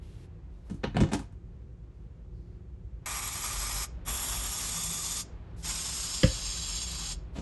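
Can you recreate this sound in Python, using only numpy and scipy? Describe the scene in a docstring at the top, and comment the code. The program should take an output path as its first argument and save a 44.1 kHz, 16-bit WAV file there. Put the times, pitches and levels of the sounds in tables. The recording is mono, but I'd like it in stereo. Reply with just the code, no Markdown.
"""An oil mister sprays dumplings in an air-fryer basket, close to a phone in a quiet kitchen.
A low rumble lies under it all. Hands rustle, then the basket clatters as it is handled (about 1 s).
From 3 s the mister is pressed three times. The basket boosts some pitches of the hiss and its echoes
cancel others; these shift as the nozzle comes closer. During the last spray the bottle knocks once,
and just after it the basket takes two light bumps."""
import sys
import numpy as np
from scipy import signal
from scipy.fft import rfft, irfft, next_fast_len
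from scipy.io import wavfile
from scipy.ndimage import uniform_filter1d

SR = 44100
rng = np.random.default_rng(int(sys.argv[2]) if len(sys.argv) > 2 else 0)


def master(y):
    """Save y as 16-bit WAV."""
    cut = np.clip(np.atleast_2d(y).T, -1, 1)
    pcm = np.round(cut * 32767)  # scale
    wavfile.write(sys.argv[1], SR, pcm.astype(np.int16))


N = 326984
SIZE = next_fast_len(N + SR // 2)  # samples of noise to make, with some to spare
HZ = np.fft.rfftfreq(SIZE, 1 / SR)

# presses of the trigger: open_s, shut_s, rise_s, jet_db, jet_drift_db_per_s,
# body_db, body_drift_db_per_s, wall_drift_db_per_s
PRESSES = [(3.059, 3.878, 0.00068, -40, 3, -3.5, 1, 1), (4.049, 5.244, 0.04, -38.5, 2, 1, -4.5, 4),
           (5.622, 7.163, 0.05, -35.5, -1.5, -1, 1.7, 0)]


def amp(db):
    """Turns decibels into a factor to multiply by."""
    return 10 ** (np.asarray(db) / 20)


def unit(x):
    """Scales a signal to an average (rms) size of 1."""
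    return x / np.sqrt(np.mean(x ** 2) + 1e-20)


def at_pitch(points, hz=HZ, column=1):
    """Looks up a table's column at any pitch, blending between rows."""
    columns = np.transpose(points)
    return np.interp(np.log(hz + 1), np.log(columns[0] + 1), columns[column])


def over_time(points):
    """Joins rows of (time_s, value) into one value for every sample."""
    return np.interp(np.arange(N) / SR, *np.transpose(points))


def add(mix, start_s, sound):
    """Mixes a stereo sound in at start_s."""
    part = mix[:, round(start_s * SR):][:, :sound.shape[1]]
    part += sound[:, :part.shape[1]]


def pan(db):
    """Left and right gains that make the left louder by db."""
    return amp(np.array([db, -db]).reshape(2, -1) / 2)


def bell(hz, centre, width):
    """A smooth hump, 1 at its centre and one half at its edges."""
    return .5 ** ((2 * (hz - centre) / width) ** 2)


def waver(rate_hz):
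    """A random wobble of size 1, mostly slower than rate_hz."""
    return unit(irfft(rfft(rng.standard_normal(SIZE)) / (1 + (HZ / rate_hz) ** 4), SIZE)[:N])


def noise_pair(likeness):
    """Spectra of left and right white noise: likeness 1 is the same noise, 0 is unrelated."""
    a, b, c, d = rng.standard_normal((4, len(HZ)))
    left, other = a + 1j * b, c + 1j * d
    same = np.clip(likeness, -1, 1)
    return np.array([left, same * left + np.sqrt(1 - same ** 2) * other])


def steady_noise(tone, likeness):
    """Stereo noise shaped by rows of (pitch_hz, level_db)."""
    return unit(irfft(noise_pair(likeness) * amp(at_pitch(tone)), SIZE)[:, :N])


def burst(t, ring_s, spread):
    """Noise that fades by 60 dB in ring_s; spread makes left and right differ."""
    common, apart = rng.standard_normal((2, len(t)))
    return np.array([common + spread * apart, common - spread * apart]) * amp(-60 * t / ring_s)


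def note(t, hz, db, ring_s, phase=0):
    """One pure tone of a struck object, fading by 60 dB in ring_s."""
    return amp(db - 60 * t / ring_s) * np.sin(2 * np.pi * hz * t + phase)


def background(wander_db=1.83, air_wander_db=0.87, hiss_db=-83):
    """Low rumble and hum, nearly alike on both sides, under wavering air noise and a thin hiss."""
    # the tone of each noise: pitch_hz, level_db
    rumble_tone = [(20, -39), (45, -5), (62, 4), (80, -4.5), (105, -1), (128, -7.5), (168, -6.5),
                   (205, -18.5), (310, -24), (365, -15.5), (420, -27), (500, -23), (700, -60), (3000, -81)]
    deep_tone = [(15, -29), (28, -20.5), (47, 4), (60, -1), (80, -18.5), (200, -52.5), (600, -100)]
    hum_tone = [(130, -40.5), (155, -10.5), (168, 3), (182, -23), (230, -25), (600, -91.5)]
    air_tone = [(300, 6), (700, 3), (1200, -3), (2500, -11), (4500, -20.5), (8000, -42.5), (11000, -47.5)]
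    hiss_tone = [(300, -10), (1500, -2), (7000, 4), (11000, -12)]
    # how loud each is as time passes: time_s, level_db
    rumble_levels = [(0, -44), (1.5, -46.5), (2.9, -46), (3.3, -44), (7.4, -47)]
    deep_levels = [(0, -46.5), (1.6, -47.5), (2.2, -52), (3.2, -46), (3.65, -39), (4.3, -39.5),
                   (4.65, -47.5), (7.4, -42)]
    hum_levels = [(4.3, -75), (4.7, -48.5), (5.4, -51), (6.1, -53.5), (7.2, -56.5)]
    air_levels = [(0, -61.5), (1.4, -65), (3, -65), (3.1, -55), (7.4, -56)]
    # how alike left and right are in the rumble and air: pitch_hz, likeness
    likeness_rows = [(60, 1), (150, .98), (300, .8), (450, .35), (700, -.05), (1500, .2), (4000, .5)]
    likeness = at_pitch(likeness_rows)
    rumble = steady_noise(rumble_tone, likeness)
    rumble *= amp(over_time(rumble_levels) + wander_db * waver(0.75))
    deep = steady_noise(deep_tone, 1) * amp(over_time(deep_levels))
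    hum = steady_noise(hum_tone, 0.96) * amp(over_time(hum_levels))
    air = steady_noise(air_tone, likeness) * amp(over_time(air_levels) + air_wander_db * waver(5))
    hiss = steady_noise(hiss_tone, 0.45) * amp(hiss_db)
    return rumble + deep + hum + air + hiss


def hand_rustles(spread=0.5, fade_s=0.035):
    """Hands rub lightly on plastic and glass, making soft bands of noise."""
    # each rub: start_s, length_s, level_db, pitch_hz, width_octaves
    rubs = [(0, 0.28, -66.5, 2670, 1.3), (0.494, 0.48, -79, 3800, 0.78), (0.639, 0.075, -60.5, 520, 0.22),
            (1.92, .17, -84, 3500, .8), (2.313, 0.28, -81, 4500, 0.29), (5.559, 0.093, -56.5, 6000, 1.4),
            (7.327, 0.14, -60, 3500, 0.89)]
    out = np.zeros((2, N))
    for start_s, length_s, db, pitch_hz, width in rubs:
        t = np.arange(int(length_s * SR)) / SR
        octaves = np.log2((np.fft.rfftfreq(len(t), 1 / SR) + 1) / pitch_hz)
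        band = (1 + (2 * octaves / width) ** 2) ** -.5
        rub = irfft(rfft(burst(t, np.inf, spread)) * band, len(t))
        fade = np.minimum(np.minimum(t, length_s - t) / fade_s, 1)
        add(out, start_s, amp(db) * unit(rub) * fade)
    return out


def basket_clatter(firm_db=-30, spread=0.62, left_db=1):
    """Each blow makes the basket ring and rattle; where it lands sets its thud and hollow panel note."""
    # blows: start_s, strength_db, extra_thud_db, extra_tick_db, rise_s, thud_hz, panel_hz, top_hz
    blows = [(.694, -54, -1, 5.5, 0.0052, 253, 472, 9000), (.706, -64, 23, 9, 0.0039, 173, 483, 9500),
             (0.738, -68, 21, 13, 0.0062, 115, 564, 10000), (.83, -40.5, -4, -14, 0.0062, 216, 460, 5500),
             (0.8378, -31.5, -11, -15, 0.0023, 188, 473, 5800),
             (0.868, -54, 14.5, 2, 0.0049, 110, 920, 6000), (.944, -45, 2, -10, .002, 240, 533, 6500),
             (0.954, -44.5, 8, -8, 0.0048, 230, 534, 8000), (0.966, -31, -2, -4.5, 0.0015, 153, 730, 8450),
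             (.982, -44, 13.5, -3, .004, 138, 330, 8000), (1.002, -35.5, 0, 4.5, 0.0028, 147, 640, 8000),
             (1.008, -37, 13, 2, .0032, 206, 496, 7760), (1.034, -38, 6, -1, 0.0011, 149.5, 525, 7600),
             (1.066, -53.5, 13, 1, .004, 160, 380, 7500), (1.087, -51, -7, 4, 0.002, 260, 770, 7500),
             (1.112, -39, -4, 1, 0.0095, 203, 680, 9000), (1.131, -34.5, -2, 9.5, 0.0031, 196, 876, 9550),
             (1.142, -37.5, 1.5, -8, 0.0027, 294, 830, 9000), (1.191, -49, 5, 8, 0.001, 281, 830, 9800),
             (1.324, -69.5, 11.5, 5, 0.00081, 129, 500, 9800),
             (7.347, -50, -6.5, 1.5, 0.02, 269, 655, 7500), (7.381, -49, 6, 7, 0.0054, 167, 523, 7500)]
    # the basket's own notes: pitch_hz, level_db, ring_s
    basket_notes = [(54.7, -1, 0.16), (101.7, -4, 0.204), (147, 1, 0.11), (207.3, 0.5, 0.12),
                    (280.7, -5, 0.14), (331.5, -11, 0.17), (382, -15.5, 0.12), (415, -15, 0.12),
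                    (475, -11, 0.041), (532, -13.5, 0.094), (699, -20, 0.22), (819, -24, 0.21),
                    (940, -20, 0.15), (1256, -17, 0.11), (1400, -2, 0.028), (1570, -6, .05),
                    (1766, -1, 0.033), (2140, -5, 0.038), (2500, -9, 0.049), (2930, -18, 0.16)]
    # a blow's four bands (thud, body, clack, tick): first each one's low_hz, then each one's level_db
    band_starts = [45, 400, 1100, 4000]
    band_levels = [6.5, 1, -5.5, -13.5]
    t, out = np.arange(int(.4 * SR)) / SR, np.zeros((2, N))
    for start_s, strength_db, thud_db, tick_db, rise_s, thud_hz, panel_hz, top_hz in blows:
        stretch = min(0.8 * 2 ** ((firm_db - strength_db) / 21), 1.44)  # softer blows ring longer
        ringing = sum(note(t, hz * rng.normal(1, 0.0081), db + 0.4 * rng.standard_normal(),
                           ring_s * stretch, 2 * np.pi * rng.random())
                      for hz, db, ring_s in basket_notes)
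        thud = note(t, thud_hz, db=8, ring_s=0.12)
        panel = note(t, panel_hz, db=-4, ring_s=0.064)
        rattle = amp(-1) * burst(t, 0.12 * stretch, spread)
        crack = amp(6) * burst(t, 0.02 * stretch, spread)
        blow = (ringing + thud + panel + rattle + crack) * np.minimum(t / rise_s, 1) ** 2
        levels = strength_db + np.array(band_levels) + [thud_db, 0, 0, tick_db]
        for low, high, db in zip(band_starts, band_starts[1:] + [top_hz], levels):
            band = signal.sosfilt(signal.butter(3, (low, high), "band", fs=SR, output="sos"), blow)
            opening_size = np.std(band[:, :SR // 50].mean(0))
            add(out, start_s, amp(db) * band / opening_size)
    return out * pan(left_db)


def kitchen_echo(sound):
    """The room throws back scattered reflections, each pitch fading at its own speed."""
    # how long the room rings: pitch_hz, ring_s
    ring_times = [(150, 0.046), (1000, 0.33), (4000, 0.27), (7000, 0.26), (10000, 0.047)]
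    echoes = rng.choice([-1., 1.], (2, SR // 2)) * (rng.random((2, SR // 2)) < .1)
    echoes[:, :SR // 200] = 0  # nothing comes back in the first 5 ms
    hz, t, spectrum = signal.stft(echoes, SR, nperseg=256)
    fade = amp(-60 * t / at_pitch(ring_times, hz)[:, None])
    tail = signal.istft(spectrum * fade, SR, nperseg=256)[1]
    return signal.fftconvolve(sound, tail / np.linalg.norm(tail[0]), axes=1)[:, :N]


def nozzle_jet():
    """The swirling jet hisses, reaching the two microphones slightly out of step."""
    # the jet in open air: pitch_hz, level_db
    jet_tone = [(120, -34), (300, -22), (450, -16), (1000, -8), (1800, -11.8), (3000, -7.7), (5000, -5.8),
                (7000, -4.2), (8700, -5), (9600, -2.2), (10600, -1.6), (11300, 1.3), (11600, -4),
                (11850, -20)]
    # the jet at the two microphones: pitch_hz, likeness, left_lead_radians
    mic_match = [(300, .9, 0), (600, .5, 1.7), (1100, .68, .9), (1800, .25, 1.2), (2500, .45, 2.4),
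                 (3500, .4, 5.2), (5500, .35, 4.2), (7000, .6, 5.8), (8400, .52, 5.2), (9150, .88, 3.4),
                 (9750, .99, 3.14), (10450, .99, 3.14), (11200, .78, 2.4)]
    jet = noise_pair(at_pitch(mic_match)) * amp(at_pitch(jet_tone))
    jet[1] *= np.exp(-1j * at_pitch(mic_match, column=2))
    return irfft(jet, SIZE)[:, :N]


def basket_colour(hz, t, jet, fine_hz=9100, shared_db_per_place=-1.5):
    """The basket's ringing boosts some pitches and its echoes cut others, as the nozzle moves in."""
    # boosts (+) and cuts (-) at five places of the nozzle: pitch_hz, width_hz, level_db
    far = [(1020, 1000, 6.0), (1200, 90, 7.6), (1860, 100, 4.4), (2480, 1060, 8.9), (2780, 460, -8.0),
           (4370, 630, -3.8), (5090, 150, 5.2), (5620, 150, 4.4), (6030, 80, -3.9), (6570, 170, -3.7),
           (6780, 140, 3.0), (8300, 350, 3.7), (9650, 330, 2.7), (11300, 200, 3.6)]
    beside = [(500, 820, 2.1), (1190, 90, 5.2), (3450, 220, 4.2), (4100, 150, -7.0), (4490, 80, -5.4),
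              (4670, 1580, -4.4), (4920, 120, 4.1), (5520, 300, 4.8), (6070, 380, -4.3), (7230, 360, 2.0),
              (8030, 420, -3.6), (8610, 270, 3.9), (9270, 230, 5.0), (11300, 1550, 3.6)]
    above = [(1200, 120, 7.8), (1310, 750, -3.0), (1640, 170, -2.6), (3250, 320, -3.3), (3490, 420, 9.0),
             (4150, 2000, -8), (4310, 120, 4.8), (4900, 290, 3.4), (6030, 310, -6.3), (7700, 480, -6.8),
             (8160, 160, -7.0), (8160, 2070, 2.8), (8900, 210, -4.0), (10060, 640, -2.1)]
    at_rim = [(1220, 80, 2.5), (1720, 90, -3.1), (2900, 360, 2.4), (3510, 110, 4.5), (4500, 80, -3.4),
              (5180, 770, 6.6), (6040, 110, -10.3), (6900, 230, -3.9), (7000, 1140, 5.2), (8050, 120, -6.0),
              (8560, 580, 6.8), (9030, 140, -5.5), (9380, 380, 3.1), (10830, 1600, 1.8)]
    inside = [(1200, 100, 3), (2050, 100, -3.4), (3550, 1940, 8.1), (3650, 170, -16.0), (4210, 280, -5.3),
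              (5270, 1750, 8.8), (5600, 160, -8.4), (5900, 140, -16.0), (6070, 240, -13), (6560, 380, 7.8),
              (6960, 150, -3), (7270, 300, 9.5), (7980, 580, -11), (8530, 1720, 8.8), (8970, 300, -15.5),
              (10700, 630, 4.9)]
    # the nozzle's path: time_s, place (0 is far, 4 is inside)
    path = [(3.9, 0), (4.0, 1), (4.35, 1), (4.9, 2), (5.3, 2), (5.6, 3), (5.95, 3), (6.33, 4)]
    # how much louder the jet is on the left: pitch_hz, left_minus_right_db
    lean_far = [(400, 0), (1200, 9), (2300, 6), (3000, 7), (4000, 8.5), (5300, 12.5), (6300, 11),
                (7300, 5.5), (8600, -0.5)]
    lean_near = [(400, 1), (1200, 10.5), (2100, 8.5), (3400, 7.5), (4700, 8), (5600, 10.5), (7200, 7),
                 (8400, 3), (9200, -1), (10400, -.5), (11400, -2.5)]
    lean_inside = [(400, 0), (1200, 9.5), (2100, 7.5), (3400, 10), (4700, 10), (5600, 11), (7200, 5.5),
                   (8400, 2), (9200, -1)]
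    places = [(far, lean_far), (beside, lean_near), (above, lean_near),
              (at_rim, lean_near), (inside, lean_inside)]
    samples = np.minimum(t * SR, N - 1).astype(int)
    place, hiss = over_time(path)[samples], 0
    # an unsteady hand slides the boosts and cuts, more so close to the basket, and changes their depth
    slide = 1 + (.003 + .0008 * place) * waver(3)[samples]
    depth = 1.2 + .18 * waver(5)[samples]
    core = (hz > 4000) & (hz < 9000)  # every place is made equally loud in this band
    for k, (humps, lean) in enumerate(places):
        basket_db = sum(db * bell(hz, centre, width) for centre, width, db in humps)
        moving_db = depth * np.interp(np.outer(hz, slide), hz, basket_db)
        sides = pan(at_pitch(lean, hz))
        heard = jet * amp(moving_db) * (sides / np.linalg.norm(sides, axis=0))[..., None]
        strength = np.std(signal.istft(heard.mean(0) * core[:, None], noverlap=768)[1])
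        nearness = np.maximum(1 - abs(place - k), 0)
        hiss = hiss + nearness * heard / strength
    # the highest hiss pushes one microphone as it pulls the other; what they share drops along the path
    shared = amp(shared_db_per_place * place / (1 + (fine_hz / (hz[:, None] + 1)) ** 20))
    return hiss - (1 - shared) * hiss.mean(0)


def press_shape_db(hz, t, spit_db=5, spit_s=0.083, body_top_hz=3040):
    """Level and tone of each press: a coarse spit lifts the lower hiss, then dies as the jet drifts."""
    # a narrow whistle that builds during the first press: time_s, boost_db
    whistle_levels = [(3.2, -6), (3.5, -2.5), (3.78, 8), (3.9, -1)]
    presses = np.array(PRESSES)
    midpoints_s = (presses[:-1, 1] + presses[1:, 0]) / 2
    nearest = presses[np.searchsorted(midpoints_s, t)]
    open_s, shut_s, _, jet_db, jet_drift, body_db, body_drift, wall_drift = nearest.T
    age, hz = np.clip(t - open_s, 0, shut_s - open_s), hz[:, None]
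    spit = spit_db * np.exp(-age / spit_s)
    body = (body_db + body_drift * age + spit) / (1 + (hz / body_top_hz) ** 4)
    # the basket wall throws back a broad band, which grows when the nozzle swings in
    wall = (-0.5 + wall_drift * age) * bell(hz, centre=4800, width=1770)
    whistle = np.interp(t, *np.transpose(whistle_levels)) * bell(hz, centre=5120, width=190)
    air_puff = 11.5 * bell(hz, centre=233.6, width=160)
    return jet_db + jet_drift * age + body + wall + whistle + air_puff


def droplet_spatter(shape, pitch_steps=7, time_steps=6):
    """Uneven droplets make random patches, a few hundred Hz wide and a few hundredths of a second long."""
    smoothed = uniform_filter1d(rng.standard_normal(shape), pitch_steps, 0)
    return unit(uniform_filter1d(smoothed, time_steps, 1))


def oil_spray(spatter_db=1.2, flutter_db=0.98, sputter_db=.5, closing_s=0.037):
    """The jet hisses while the trigger holds the valve open, coloured by the basket."""
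    clock = np.arange(N) / SR
    valve = sum(np.clip((clock - open_s) / rise_s, 0, 1) * np.clip((shut_s - clock) / closing_s, 0, 1) ** 2
                for open_s, shut_s, rise_s, *_ in PRESSES)
    hz, t, jet = signal.stft(nozzle_jet(), SR, nperseg=1024, noverlap=768)  # a grid of pitch and time
    grid = basket_colour(hz, t, jet)
    grid *= amp(press_shape_db(hz, t) + spatter_db * droplet_spatter(grid.shape[1:]))
    hiss = signal.istft(grid, noverlap=768)[1][:, :N]
    breakup_db = flutter_db * waver(29) + sputter_db * waver(400.5)  # the oil breaks up unevenly
    return hiss * valve * amp(breakup_db)


def near_echoes(sound, count=6, first_s=.003, last_s=.012, echo_db=-19, drift_s=.00009, sway_hz=0.406):
    """Echoes off the hob and wall ripple the hiss; their delays drift with the hand."""
    n, out = np.arange(N), sound.copy()
    for distance, sign, speed, phase in rng.random((count, 4)):
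        sway = np.sin(2 * np.pi * (sway_hz * speed * n / SR + phase))
        delay_s = first_s + (last_s - first_s) * distance + drift_s * sway
        echo = np.array([np.interp(n - delay_s * SR, n, side) for side in sound])
        out += np.sign(sign - .5) * amp(echo_db) * echo
    return out


def bottle_knock(crack_rise_s=0.0024, left_db=7):
    """The hard cap cracks and clacks at once; the heavy bottle swells more slowly into a dull thump."""
    # the knock: start_s, crack_db, clack_db, thump_db
    knock = (6.232, -23.5, -18.5, -9.5)
    # the tone of the cap's crack: pitch_hz, level_db
    crack_tone = [(400, 7), (750, -15), (1100, -3.5), (1850, -4), (2350, -6), (3150, 2.5), (3700, -20),
                  (5000, -3.5), (10000, -40)]
    # the cap's notes: pitch_hz, level_db, ring_s
    cap_notes = [(1060, -21, 0.055), (1700, -9.5, 0.091), (1955, -10.5, 0.056), (2040, -13, .05),
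                 (3104, 1.5, 0.022), (3250, -2.5, 0.025), (4250, -12, .05), (4870, -9, 0.041)]
    # the notes of bottle and hand: pitch_hz, level_db, ring_s, rise_s, left_lead_radians
    bottle_notes = [(47.7, -5, 0.23, 0.018, 0.14), (67, -8.5, 0.24, 0.016, 0),
                    (103.4, -7.5, 0.2, 0.0068, 0.087), (135, .5, 0.08, 0.0102, -0.025),
                    (173, 2.5, 0.09, 0.01, -0.8), (229, -5.5, 0.063, 0.0073, 0.2),
                    (286, -5.5, 0.085, 0.0078, 0.29), (320, -9.5, 0.08, 0.00687, 0),
                    (520, -5, 0.18, 0.0056, 1.5), (599, -12, 0.09, 0.00636, 1.8)]
    start_s, crack_db, clack_db, thump_db = knock
    t, out = np.arange(SR // 2) / SR, np.zeros((2, N))
    onset = np.minimum(t / crack_rise_s, 1)
    rattle = onset * (burst(t, ring_s=.02, spread=0.84) + amp(-15) * burst(t, ring_s=.16, spread=0.94))
    colour = amp(at_pitch(crack_tone, np.fft.rfftfreq(len(t), 1 / SR)))
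    crack = irfft(rfft(rattle) * colour, len(t))[:, :SR // 4]
    add(out, start_s, amp(crack_db) * pan(left_db) * crack / np.std(crack[:, :SR // 100]))
    clack = onset * sum(note(t, *row) for row in cap_notes)
    add(out, start_s, amp(clack_db) * pan(left_db) * clack)
    for hz, db, ring_s, rise_s, lead in bottle_notes:
        phase = lead * np.array([[.5], [-.5]]) - 2 * np.pi * hz * rise_s
        swell = np.minimum(t / rise_s, 1) ** 2
        add(out, start_s, amp(thump_db) * swell * note(t, hz, db, ring_s, phase))
    return out


def scene(spray_room_db=-20, blow_room_db=-14):
    """Mist and blows echo in the kitchen, over the rustles and the rumble."""
    mist = near_echoes(oil_spray())
    blows = basket_clatter() + bottle_knock()
    room = kitchen_echo(amp(spray_room_db) * mist + amp(blow_room_db) * blows)
    return mist + blows + room + hand_rustles() + background()


def record(dry, mono_hz=150, top_hz=11850):
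    """The phone's two microphones sit close, so they share the bass; it cuts the highest treble."""
    mid, side = dry.mean(0), (dry[0] - dry[1]) / 2
    side = irfft(rfft(side, SIZE) * HZ ** 2 / (HZ ** 2 + mono_hz ** 2), SIZE)[:N]
    treble_cut = signal.firwin(401, top_hz, window=("kaiser", 9), fs=SR)
    return signal.oaconvolve(np.array([mid + side, mid - side]), treble_cut[None], "same", axes=1)


dry = scene()
out = record(dry)
master(out)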